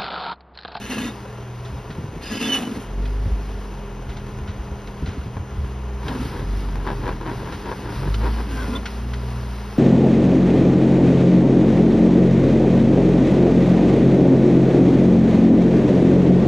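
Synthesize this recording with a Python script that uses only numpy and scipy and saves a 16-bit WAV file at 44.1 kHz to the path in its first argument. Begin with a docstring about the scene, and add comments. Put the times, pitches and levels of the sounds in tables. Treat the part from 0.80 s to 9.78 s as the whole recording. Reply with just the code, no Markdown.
"""An off-road vehicle's six-cylinder engine works from just above idle as it crawls over rock slabs on a leafy trail.
The engine is sines at multiples of the firing rate, gas puffs, clattering panels and a cooling fan's two tones.
Dragging brakes are rough friction noise in resonances, and their squeals are short gliding tones.
Tyres and axles thud as struck modes; tread blocks scuff and pop on stone, and late on the rubber creaks.
Leaves and twigs crackle as random grains; trees and rocks add a thin scattered tail."""
import sys
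import numpy as np
from scipy import signal
from scipy.fft import rfft, irfft
from scipy.io import wavfile
from scipy.ndimage import uniform_filter1d

SR = 44100
rng = np.random.default_rng(int(sys.argv[2]) if len(sys.argv) > 2 else 0)


def store_wav(level_fs):
    """Save 16-bit WAV to argv[1]."""
    pcm = np.round(np.clip(np.atleast_2d(level_fs), -1, 1) * 32767)
    wavfile.write(sys.argv[1], SR, pcm.T.astype(np.int16))


N = 396018
TIME = np.arange(N) / SR
FREQS = np.arange(N // 2 + 1) * SR / N

# spectrum of tread rubber and grit on stone: (frequency [Hz], relative level [dB])
SCUFF_COLOUR = [(160, 1), (300, 8), (450, 4.5), (560, 3.5), (760, -1.5), (950, 7), (1200, -6), (1600, -2.5),
                (2200, -17.5), (3500, -18), (5000, -25), (9000, -63)]


def from_db(db):
    """Decibels to gain."""
    return 10 ** (np.asarray(db) / 20)


def rms_one(x):
    """Scale to unit power."""
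    return x / np.sqrt(np.mean(x ** 2) + 1e-20)


def in_time(rows):
    """Each column of a curve table at every sample."""
    s, *columns = np.transpose(rows)
    return [np.interp(TIME, s, column) for column in columns]


def at_hz(points):
    """Read a table over log frequency at every spectral bin."""
    hz, value = np.transpose(points)
    return np.interp(np.log(np.maximum(FREQS, 1)), np.log(hz), value)


def coloured(x, spectrum):
    """Give x a spectrum that falls away steeply beyond its ends, at unit power."""
    low_skirt = np.minimum(1, FREQS / spectrum[0][0]) ** 4
    high_skirt = np.maximum(1, FREQS / spectrum[-1][0]) ** 4
    return rms_one(irfft(rfft(x) * from_db(at_hz(spectrum)) * low_skirt / high_skirt, N))


def drift(rate):
    """Slow random wander of spread 1, made at a fortieth of the sample rate; a higher rate [Hz] wanders faster."""
    r = np.exp(-80 * np.pi * rate / SR)
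    noise = rng.standard_normal(N // 40 + 2002)
    slow = signal.lfilter([1], [1, -2 * r, r * r], noise)[2000:]  # skip the filter's settling
    return np.interp(np.arange(N) / 40, np.arange(len(slow)), rms_one(slow))


def resonate(x, modes, wander_db=0):
    """Parallel resonances; each one's dB is its share of the power, and may swell and fade by itself."""
    out = 0
    for hz, width, db in modes:
        r = np.exp(-np.pi * width / SR)
        poles = [1, -2 * r * np.cos(2 * np.pi * hz / SR), r * r]
        ringing = signal.lfilter([1, 0, -1], poles, x + 1e-18)
        out = out + from_db(db + wander_db * drift(23)) * rms_one(ringing)
    return rms_one(out)


def grains(per_s, spread_db):
    """Random tiny contacts, mostly small and a few large."""
    sizes = from_db(spread_db * np.minimum(rng.exponential(1, N), 4)) * rng.choice([-1, 1], N)
    return rms_one(sizes * (rng.random(N) < per_s / SR))


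def held(start, length, rise, fall):
    """Attack, hold and release."""
    age = np.maximum(TIME - start, 0)
    release = np.exp(-np.minimum(np.maximum(age - length, 0) / fall, 20))
    return (1 - np.exp(-age / rise)) * release


def swell(s, half, squareness=2.04):
    """A rise, a short hold and a fall around one moment."""
    return np.exp(-.5 * np.minimum(np.abs(TIME - s) / half, 4) ** squareness)


def near(hz, centre_hz, width_hz):
    """Gain of a resonance for a tone passing through it."""
    return 1 / np.hypot(1, 2 * (hz - centre_hz) / width_hz)


def damped(age, hz, t60, db):
    """One struck mode dying away by 60 dB in t60 seconds."""
    return from_db(db - 60 * age / t60) * np.sin(2 * np.pi * hz * age)


def slips(per_s, uneven):
    """Stick and slip: an uneven train of unit clicks."""
    rate = per_s * np.exp(uneven * drift(90))
    return np.diff(np.floor(np.cumsum(rate) / SR), prepend=0)


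def engine_load():
    """Each press builds quickly, sags as the engine catches up, and dies away once the pedal is lifted."""
    # presses of the throttle: (start [s], length [s], firing-note level before the sag [dB])
    presses = [(0.505, 0.3, -45), (1.965, 0.41, -20.5), (2.8, 1.5, -37), (4.7, 0.66, -46),
               (5.495, 0.25, -19.5), (7.09, 0.31, -17.5), (7.95, 0.81, -29)]
    rise_s, sag_db_per_s, fall_db_per_s = 0.24, 3.5, 19.5
    load = from_db(-57)  # throttle closed
    for s, length, db in presses:
        age = np.maximum(TIME - s, 0)
        sag_db = sag_db_per_s * np.minimum(age, length)
        fall_db = fall_db_per_s * np.maximum(age - length, 0)
        load = load + from_db(db - sag_db - fall_db) * np.minimum(age / rise_s, 1) ** 2
    return load


def exhaust(turn, firing, drone_hz=122, drone_width_hz=42, pipe_hz=240, pipe_width_hz=35, rough=0.14):
    """Firing orders grow with load or drone as they cross pipe resonances; unequal banks add order 1.5."""
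    # exhaust drone before its resonance: (time [s], level [dB])
    drone_curve = [(0, -44), (.45, -39.5), (.85, -30.5), (.95, -37.5), (1.24, -43), (1.3, -54), (2.0, -43),
                   (2.2, -35.5), (2.8, -43), (3.55, -35.5), (3.75, -40), (5.2, -37.5), (5.6, -35.5),
                   (6.5, -34), (6.8, -46), (7.1, -39), (7.28, -22.5), (7.55, -41), (8.06, -51),
                   (8.25, -35.5), (8.6, -30), (8.85, -39), (8.98, -42)]
    # the engine lopes as it labours against a ledge: (start [s], length [s], level of order 1.5 [dB])
    lopes = [(4.683, 0.82, -29)]
    first = engine_load()
    drone = from_db(in_time(drone_curve)[0])
    banks = from_db(-50)
    for s, length, db in lopes:
        banks = banks + from_db(db) * held(s, length, rise=0.032, fall=0.044)
    second = drone * near(2 * firing, drone_hz, drone_width_hz) ** 2 + from_db(-22) * first
    third = drone * near(3 * firing, drone_hz, drone_width_hz) ** 2
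    out = 0
    for order, gain in ((1, first), (3 / 2, banks), (2, second), (3, third)):
        out = out + gain * (1 + rough * drift(3.7)) * np.sin(2 * np.pi * order * turn)
    for order in range(4, 8):
        pipe = from_db(-15) * near(order * firing, pipe_hz, pipe_width_hz)
        gain = first * pipe * (4 / order) ** 3
        out = out + gain * (1 + rough * drift(4.8)) * np.sin(2 * np.pi * order * turn)
    return np.sqrt(2) * out


def chug(turn, gain_db=-33):
    """Every firing sends a short puff of gas down the pipe, stronger under load."""
    gate = rms_one(np.exp(2 * np.cos(2 * np.pi * turn)))
    # (frequency [Hz], relative level [dB])
    gas = coloured(rng.standard_normal(N), [(110, 13), (250, 2.5), (450, -2), (900, -10)])
    return from_db(gain_db) * np.sqrt(engine_load()) * gate * gas


def fan(blade_hz=201.5, waver=0.002):
    """The electric cooling fan's blade tone and its fluttering octave."""
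    # (time [s], blade tone level [dB RMS], octave level [dB RMS])
    fan_levels = [(0, -42, -55), (.6, -44.5, -51.5), (1.3, -53, -55), (2.0, -44, -46.5),
                  (2.8, -41.5, -47.5), (4.5, -41, -51), (6.3, -41.5, -48.5), (8.3, -39.5, -51),
                  (8.98, -39, -52)]
    tone_db, octave_db = in_time(fan_levels)
    phase = 2 * np.pi * np.cumsum(blade_hz * (1 + waver * drift(2.7))) / SR
    tone = from_db(tone_db) * np.sin(phase) * (1 + 0.042 * drift(15))
    octave = from_db(octave_db) * np.sin(2 * phase) * (1 + 0.37 * drift(15))
    return np.sqrt(2) * (tone + octave)


def engine_bay(turn, level_db=-41, air_db=-1, ring_db=-5, throb=0.26, flicker_db=0.82):
    """Fan air, and valve clatter that pulses with the firings and rings in the panels; both flicker slightly."""
    # spectrum of the air: (frequency [Hz], relative level [dB])
    air_colour = [(280, -6.5), (400, 1), (510, -6.5), (600, -7.5), (980, -5.5), (1500, -15.5), (2100, -17),
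                  (3000, -19.5), (5000, -39), (6300, -22.5), (8000, -45), (15500, -41)]
    # panels and belts that ring: (frequency [Hz], width [Hz], relative level [dB])
    panel_modes = [(443, 146, 3.5), (467, 116, 6), (828, 27, -7.5), (927, 47, 1), (1391, 24, 0),
                   (2850, 100, -38)]
    pulse = 1 + throb * np.cos(2 * np.pi * turn)
    air = coloured(rng.standard_normal(N), air_colour)
    clatter = resonate(grains(2500, 3) * pulse, panel_modes)
    return from_db(level_db + flicker_db * drift(30)) * (from_db(air_db) * air + from_db(ring_db) * clatter)


def rolling():
    """Strength of the chassis rumble and of the leaf crackle: both rise with each lurch."""
    # short lurches of the wheels: (start [s], length [s], relative rumble level [dB], relative leaf level [dB])
    lurches = [(0.06, 0.33, -43, -51), (0.78, 0.68, -35.5, -56), (1.744, 1.02, -40, -51),
               (3.158, 1.7, -37.5, -71), (5.216, 0.25, -29, -43), (5.5, .38, -33, -50),
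               (5.876, 0.42, -31, -49), (6.45, 0.85, -33.5, -46), (7.08, 0.88, -32.5, -42),
               (8.08, 0.94, -64, -45)]
    chassis, leaves = from_db(-41) ** 2, from_db(-52) ** 2  # creeping between the lurches
    for s, length, rumble_db, leaves_db in lurches:
        motion = held(s, length, rise=0.036, fall=0.18)
        chassis = chassis + (from_db(rumble_db) * motion) ** 2
        leaves = leaves + (from_db(leaves_db) * motion) ** 2
    return np.sqrt(chassis), np.sqrt(leaves)


def rumble(strength, gain_db=-2):
    """The chassis rumbles unevenly as it rolls."""
    # (frequency [Hz], relative level [dB])
    rumble_colour = [(25, -34), (40, 2.5), (80, 2.5), (150, -0.5), (200, -9), (290, -7.5), (420, -25.5)]
    lumps_db = 3 * np.tanh(drift(9.7))
    return strength * from_db(gain_db + lumps_db) * coloured(rng.standard_normal(N), rumble_colour)


def litter(strength, clump_db=1.4):
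    """Dry leaves and grit crackle under the rolling tyres."""
    # (frequency [Hz], relative level [dB])
    litter_colour = [(900, 19), (2000, 12.5), (3500, 7.5), (5400, 7), (7000, -6), (8800, 0.5),
                     (12000, -4.5), (15500, -7)]
    return strength * from_db(clump_db * drift(3.8)) * coloured(grains(12000, 2.6), litter_colour)


def brakes(disc_db=-3.5, judder_db=-1.0):
    """Pads stick and slip: the hub groans, and on each of its swings the faces rasp and set the disc ringing."""
    # brake drags, levels at release: (start [s], length [s], groan [dB], rasp [dB], relative disc ring [dB])
    drags = [(-.02, 0.14, -39, -43, -37.5), (0.091, 0.053, -28, -41, -30.5),
             (0.157, 0.12, -27.5, -42, -34.5), (1.406, 0.21, -48, -46, -36), (1.496, 0.059, -27, -46, -41),
             (1.597, 0.12, -25.5, -36.5, -29.5), (1.719, 0.034, -33, -27.5, -28),
             (1.77, 0.2, -29, -48, -51), (1.996, 0.016, -42, -41, -51), (5.287, 0.16, -31, -52, -62),
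             (7.68, 0.15, -32, -47.5, -49), (7.869, 0.091, -27, -62, -64)]
    # hub and knuckle: (frequency [Hz], width [Hz], relative level [dB])
    groan_modes = [(222.4, 5.9, -3.5), (246.1, 12, 2), (262.8, 9.1, -5), (436, 8.9, -10), (638, 12, -28)]
    # brake disc: (frequency [Hz], width [Hz], relative level [dB])
    disc_modes = [(1380, 60, -2.5), (1673, 24, 1.5), (1786, 25, 0.5), (1954, 22, -2), (2080, 31, -4),
                  (2183, 20, -2), (2500, 35, -1), (2660, 34, 2.5), (2784, 31, 5), (2965, 34, -0.5),
                  (3140, 40, -6), (3520, 42, 1), (3660, 40, -11), (3820, 40, -12), (4130, 42, -9),
                  (4230, 26, -1), (4700, 45, -11), (5050, 40, -5.5), (5300, 23, -18), (5460, 65, -13),
                  (5900, 80, -3), (6450, 70, -5)]
    # rasp of the faces: (frequency [Hz], relative level [dB])
    rasp_colour = [(500, 8), (1150, 9), (2000, 4), (2900, 7.5), (4400, -6), (6600, 0.5), (8500, -4.5),
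                   (11000, -5), (15500, -18)]
    ease_db_per_s = 9  # each drag starts louder and eases until release
    bites = []
    for s, length, *_ in drags:
        ease = from_db(-ease_db_per_s * np.minimum(TIME - s - length, 0))
        bites.append(held(s, length, rise=0.021, fall=0.033) * ease)
    groaning, rasping, ringing = from_db(np.array(drags)[:, 2:]).T @ np.array(bites)
    hub = resonate(grains(600, 2.9), groan_modes)
    hub = hub / np.sqrt(uniform_filter1d(hub ** 2, size=3000) + 1e-9)  # friction holds the swing steady
    slip = np.maximum(1 + .6 * hub, 0)
    disc = resonate(slip * grains(9000, 3.3), disc_modes, wander_db=2)
    rasp = from_db(judder_db * drift(40)) * coloured(slip * grains(9000, 2.5), rasp_colour)
    return groaning * hub + rasping * rasp + from_db(disc_db) * ringing * disc


def squeal():
    """Brake friction catches on one mode, raggedly or as a firm gliding tone; a hard swing strengthens its octave."""
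    # (start [s], length [s], level [dB], starting pitch [Hz], glide [Hz per s], roughness [0-1])
    squeals = [(0.151, 0.038, -35, 2640, 198, 0.75), (0.21, .1, -45, 3650, 303, 0.7),
               (0.821, 0.088, -41.5, 682, -250, 0.25), (1.425, 0.266, -41.5, 4930, 140, .7),
               (1.53, 0.14, -37, 3000, -100, 0.54), (1.633, 0.045, -29.5, 3490, -400, 0.18),
               (1.603, 0.067, -34, 2680, 2.5, 0.93), (1.686, 0.023, -22.5, 3026, -900, 0.09),
               (1.716, 0.027, -16, 2990, -1000, 0.09), (1.75, 0.026, -20.5, 2965, -1000, 0),
               (1.72, 0.018, -34, 2820, -1500, 0.84), (1.732, 0.018, -18.5, 2920, -2000, 0.66),
               (1.77, 0.067, -35, 652, 601.5, 0.88), (1.82, 0.061, -41, 2990, -100, 0.07),
               (7.95, 0.017, -27, 3530, 7, 0.56), (7.952, 0.026, -47, 3080, 3, 1)]
    out = 0
    for s, length, db, hz, glide, rough in squeals:
        waver_hz, chatter_db = 70 * drift(110), 6 * np.tanh(drift(80))
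        phase = 2 * np.pi * np.cumsum(hz + glide * (TIME - s) + rough * waver_hz) / SR
        swing = from_db(db + rough * chatter_db) * held(s, length, rise=0.0046, fall=.005)
        out = out + swing * np.sin(phase) + swing ** 2 * np.sin(2 * phase)
    return out


def snaps(gain_db=-10, tear=0.0028, rise=0.0014):
    """A twig's fibres give way in a quick run of cracks."""
    # (time [s], relative level [dB], dying time [s])
    twig_snaps = [(0.848, -32, 0.039), (1.103, -30, 0.021), (2.252, -29, 0.013), (3.29, -32.5, 0.04),
                  (3.366, -31.5, 0.022), (3.674, -31.5, 0.046), (4.073, -29, .006), (4.258, -29.5, 0.073),
                  (5.281, -18, 0.0069), (6.723, -27.5, 0.032), (7.34, -18, 0.0091), (8.0548, -18, 0.014),
                  (8.334, -21, 0.0091)]
    # (frequency [Hz], relative level [dB])
    snap_colour = [(700, 14), (1150, 10), (1420, 24.5), (1650, 15), (1950, 18.5), (2350, 15), (3200, 15),
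                   (4500, 10.5), (6500, 3.5), (12000, -17)]
    force = np.zeros(N)
    age = TIME[:SR // 4]
    for s, db, fall in twig_snaps:
        start = round(s * SR)
        dying = np.exp(-np.maximum(age - tear, 0) / fall)
        force[start:start + len(age)] += from_db(db) * (1 - np.exp(-age / rise)) * dying
    return from_db(gain_db) * force * coloured(grains(7000, 0.6), snap_colour)


def thuds(t60=0.12, rise=0.0029, knock_db=-3):
    """A soft blow sets a tyre swinging for a few cycles, with a dull knock in the axle."""
    # (time [s], tyre level before decay [dB], tyre pitch [Hz], relative axle knock level [dB])
    blows = [(0.926, -20, 78, -32), (1.097, -32, 125, -18), (1.183, -19, 92, -13.5), (1.213, -34, 109, -20),
             (1.241, -21.5, 108, -17), (1.364, -37.5, 124, -19), (2.461, -12, 84, -19),
             (2.521, -9.5, 59.5, -34), (3.284, -16, 63, -32), (3.619, -15, 72, -28),
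             (3.686, -12.5, 85, -22), (3.795, -15.5, 58.4, -38), (3.917, -15, 67, -31),
             (4.225, -12, 66, -12.5), (4.279, -13, 90, -18), (4.371, -23, 110, -18),
             (4.382, -12, 69.5, -30), (4.46, -17.5, 119, -16.5), (4.564, -19, 90, -32),
             (4.594, -15, 79, -30), (4.782, -8.5, 71, -23), (4.835, -14, 70.5, -36)]
    # axle: (frequency before a random shift [Hz], t60 [s], relative level [dB])
    axle_modes = [(161, 0.088, 0), (231, 0.062, -2), (340, 0.031, -2)]
    out, age = np.zeros(N), TIME[:SR // 3]
    for s, tyre_db, hz, axle_db in blows:
        blow = damped(age, hz, t60, tyre_db)
        for mode_hz, ring_s, db in axle_modes:
            shifted_hz = mode_hz * rng.uniform(0.8, 1.114)
            blow = blow + damped(age, shifted_hz, ring_s, db + axle_db + knock_db)
        out[round(s * SR):][:len(age)] += blow * (1 - np.exp(-age / rise))
    return out


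def tread_ring(uneven_db=2.5):
    """The short ring of a tread block, a little different each time."""
    # (frequency [Hz], t60 [s], relative level before a random change [dB])
    tread_modes = [(430, 0.0093, -9.5), (950, 0.018, -9.5), (1130, 0.0036, -20.5), (1400, 0.0057, -18),
                   (1750, 0.0055, -31), (2250, 0.0069, -27)]
    age = TIME[:SR // 20]
    return sum(damped(age, hz, t60, db + uneven_db * rng.standard_normal()) for hz, t60, db in tread_modes)


def pops(grit_db=-13, grit_fall=0.0097):
    """A tread block snaps free, rings and flicks a little grit."""
    # (time [s], relative level [dB])
    releases = [(4.569, -20), (5.24, -28), (5.285, -16), (5.597, -22), (5.887, -18), (5.957, -18),
                (6.067, -14), (6.074, -12), (6.088, -14.5), (6.103, -12), (6.258, -15.5), (6.279, -15.5),
                (6.291, -14), (6.412, -15.5), (6.482, -24), (6.499, -16), (6.61, -20), (6.674, -20),
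                (6.915, -13.5), (7.276, -15), (7.441, -30), (7.466, -16.5), (7.48, -18)]
    out, grit = np.zeros(N), coloured(grains(1900, 0.96), SCUFF_COLOUR)
    for s, db in releases:
        ring = tread_ring()
        span = slice(round(s * SR), round(s * SR) + len(ring))
        flick = from_db(grit_db) * grit[span] * np.exp(-TIME[:len(ring)] / grit_fall)
        out[span] += from_db(db) * (ring + flick)
    return out


def scuffs(gain_db=-18, grind_db=-4, jerk_db=-1.0, chatter_db=3.0, uneven_db=4):
    """Each tread block slides for a moment, catching in small jerks and grinding grit on the slab."""
    # slides, about five a second: (middle [s], relative level [dB], half length [s])
    slides = [(5.306, -13.5, 0.053), (5.56, -15, 0.052), (5.993, -21.5, 0.037), (6.102, -13, 0.038),
              (6.282, -10.5, 0.038), (6.489, -9.5, 0.037), (6.673, -14.5, 0.057), (6.892, -13, 0.039),
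              (7.093, -17.5, 0.063), (7.25, -16.5, 0.028), (7.458, -8.5, 0.029), (7.59, -15.5, .025),
              (7.83, -23, 0.047)]
    pressure = sum(from_db(db) * swell(s, half) for s, db, half in slides)
    grind = from_db(chatter_db * drift(43)) * coloured(grains(1500, 2.4), SCUFF_COLOUR)
    sizes = from_db(uneven_db * np.clip(rng.standard_normal(N), -2, 2))
    catches = slips(per_s=210, uneven=.6) * sizes
    jerks = rms_one(signal.fftconvolve(catches, tread_ring())[:N])
    return from_db(gain_db) * pressure * (from_db(grind_db) * grind + from_db(jerk_db) * jerks)


def creak(tone_db=-1, wheel_db=2, chatter_db=2.0, waver_hz=35):
    """Rubber sticks and slips on the slab: a rough tone sinks as the tyre twists, and the wheel rings along."""
    # (time [s], resonance [Hz], relative level [dB])
    creak_curve = [(7.68, 1560, -60), (7.72, 1554, -50), (7.79, 1550, -40), (7.815, 1526, -34),
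                   (7.85, 1420, -44), (7.9, 1404, -48), (7.945, 1374, -38.5), (7.975, 1405, -42),
                   (8.01, 1424, -57)]
    # the wheel under the creak: (frequency [Hz], width [Hz], relative level [dB])
    wheel_modes = [(504, 150, 4), (1010, 39, 5), (1990, 35, -7), (2350, 29, -14.5), (3250, 31, -8)]
    hz, level_db = in_time(creak_curve)
    tone = np.sqrt(2) * np.sin(2 * np.pi * np.cumsum(hz + waver_hz * drift(105)) / SR)
    wheel = resonate(slips(per_s=300, uneven=.6) * rng.standard_normal(N), wheel_modes)
    sounding = (TIME > creak_curve[0][0]) & (TIME < creak_curve[-1][0])
    level = from_db(level_db + chatter_db * drift(50))
    return sounding * level * (from_db(tone_db) * tone + from_db(wheel_db) * wheel)


def forest(x, wet_db, t60, gap=0.00027, lowest_hz=380):
    """Trunks and rocks scatter a thin tail, different at each ear."""
    age = TIME[:SR]
    tail = rng.standard_normal((2, SR)) * from_db(-60 * age / t60) * (1 - np.exp(-age / gap))
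    tail = tail / np.sqrt(np.sum(tail ** 2, axis=1, keepdims=True))
    high_pass = signal.butter(2, lowest_hz, "high", fs=SR, output="sos")
    scattered = signal.sosfilt(high_pass, x)  # long waves pass the trunks
    return from_db(wet_db) * signal.fftconvolve(scattered[None], tail, axes=1)[:, :N]


def microphone_pair(x):
    """Two ports hear the same sound with a shift of level, and of phase that grows in the treble."""
    # (frequency [Hz], left minus right level [dB])
    port_balance = [(270, 0), (450, 1), (740, 4), (1220, 3), (2010, 1), (3330, -1.5), (5500, -.5),
                    (9000, 0)]
    # (frequency [Hz], phase by which left leads [radians])
    port_phase = [(60, .05), (400, .1), (650, .45), (850, -.2), (1150, .25), (1400, -.15), (1950, .05),
                  (2400, .75), (3200, .2), (4400, .8), (4800, 0), (5500, .1), (7100, 3.1), (8300, 3.2),
                  (10300, 6.2), (12000, 6.4), (13300, 9.3), (15500, 9.6)]
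    shift = from_db(at_hz(port_balance) / 2) * np.exp(.5j * at_hz(port_phase))
    centre = rfft(x)
    return np.array([irfft(centre * shift, N), irfft(centre / shift, N)])


def scene():
    """The vehicle ahead among the trees; engine and leaves scatter in a longer, fainter tail than the wheels."""
    # engine speed: (time [s], firing rate [Hz])
    firing_curve = [(0, 38.9), (.8, 40.5), (1.35, 39.2), (2.0, 39.3), (2.24, 49.5), (2.55, 51.8),
                    (3.3, 40.6), (4.0, 39.6), (4.75, 42.3), (5.55, 39.6), (5.76, 49.8), (6.17, 42.6),
                    (6.58, 40), (7.1, 36.8), (7.33, 51), (7.42, 55), (7.53, 56.4), (7.88, 55.3),
                    (8.3, 60.4), (8.65, 60.2), (8.98, 55.3)]
    firing, = in_time(firing_curve)
    turn = np.cumsum(firing) / SR  # counts firings
    chassis, leaves = rolling()
    motor = exhaust(turn, firing) + chug(turn) + fan() + engine_bay(turn)
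    ground = litter(leaves)
    wheels = rumble(chassis) + brakes() + squeal() + snaps() + thuds() + pops() + scuffs() + creak()
    surroundings = forest(motor + ground, wet_db=-13.5, t60=0.091) + forest(wheels, wet_db=-11.5, t60=0.04)
    return microphone_pair(motor + wheels + ground) + surroundings


def record(dry, bass_cut_hz=39, top_cut_hz=15800):
    """The deepest bass and the top are cut."""
    steep = (FREQS / bass_cut_hz) ** 4
    lean = irfft(rfft(dry) * steep / np.hypot(1, steep), N)
    low_pass = signal.ellip(10, .1, 80, top_cut_hz, fs=SR, output="sos")
    return signal.sosfilt(low_pass, lean)


dry = scene()
out = record(dry)
store_wav(out)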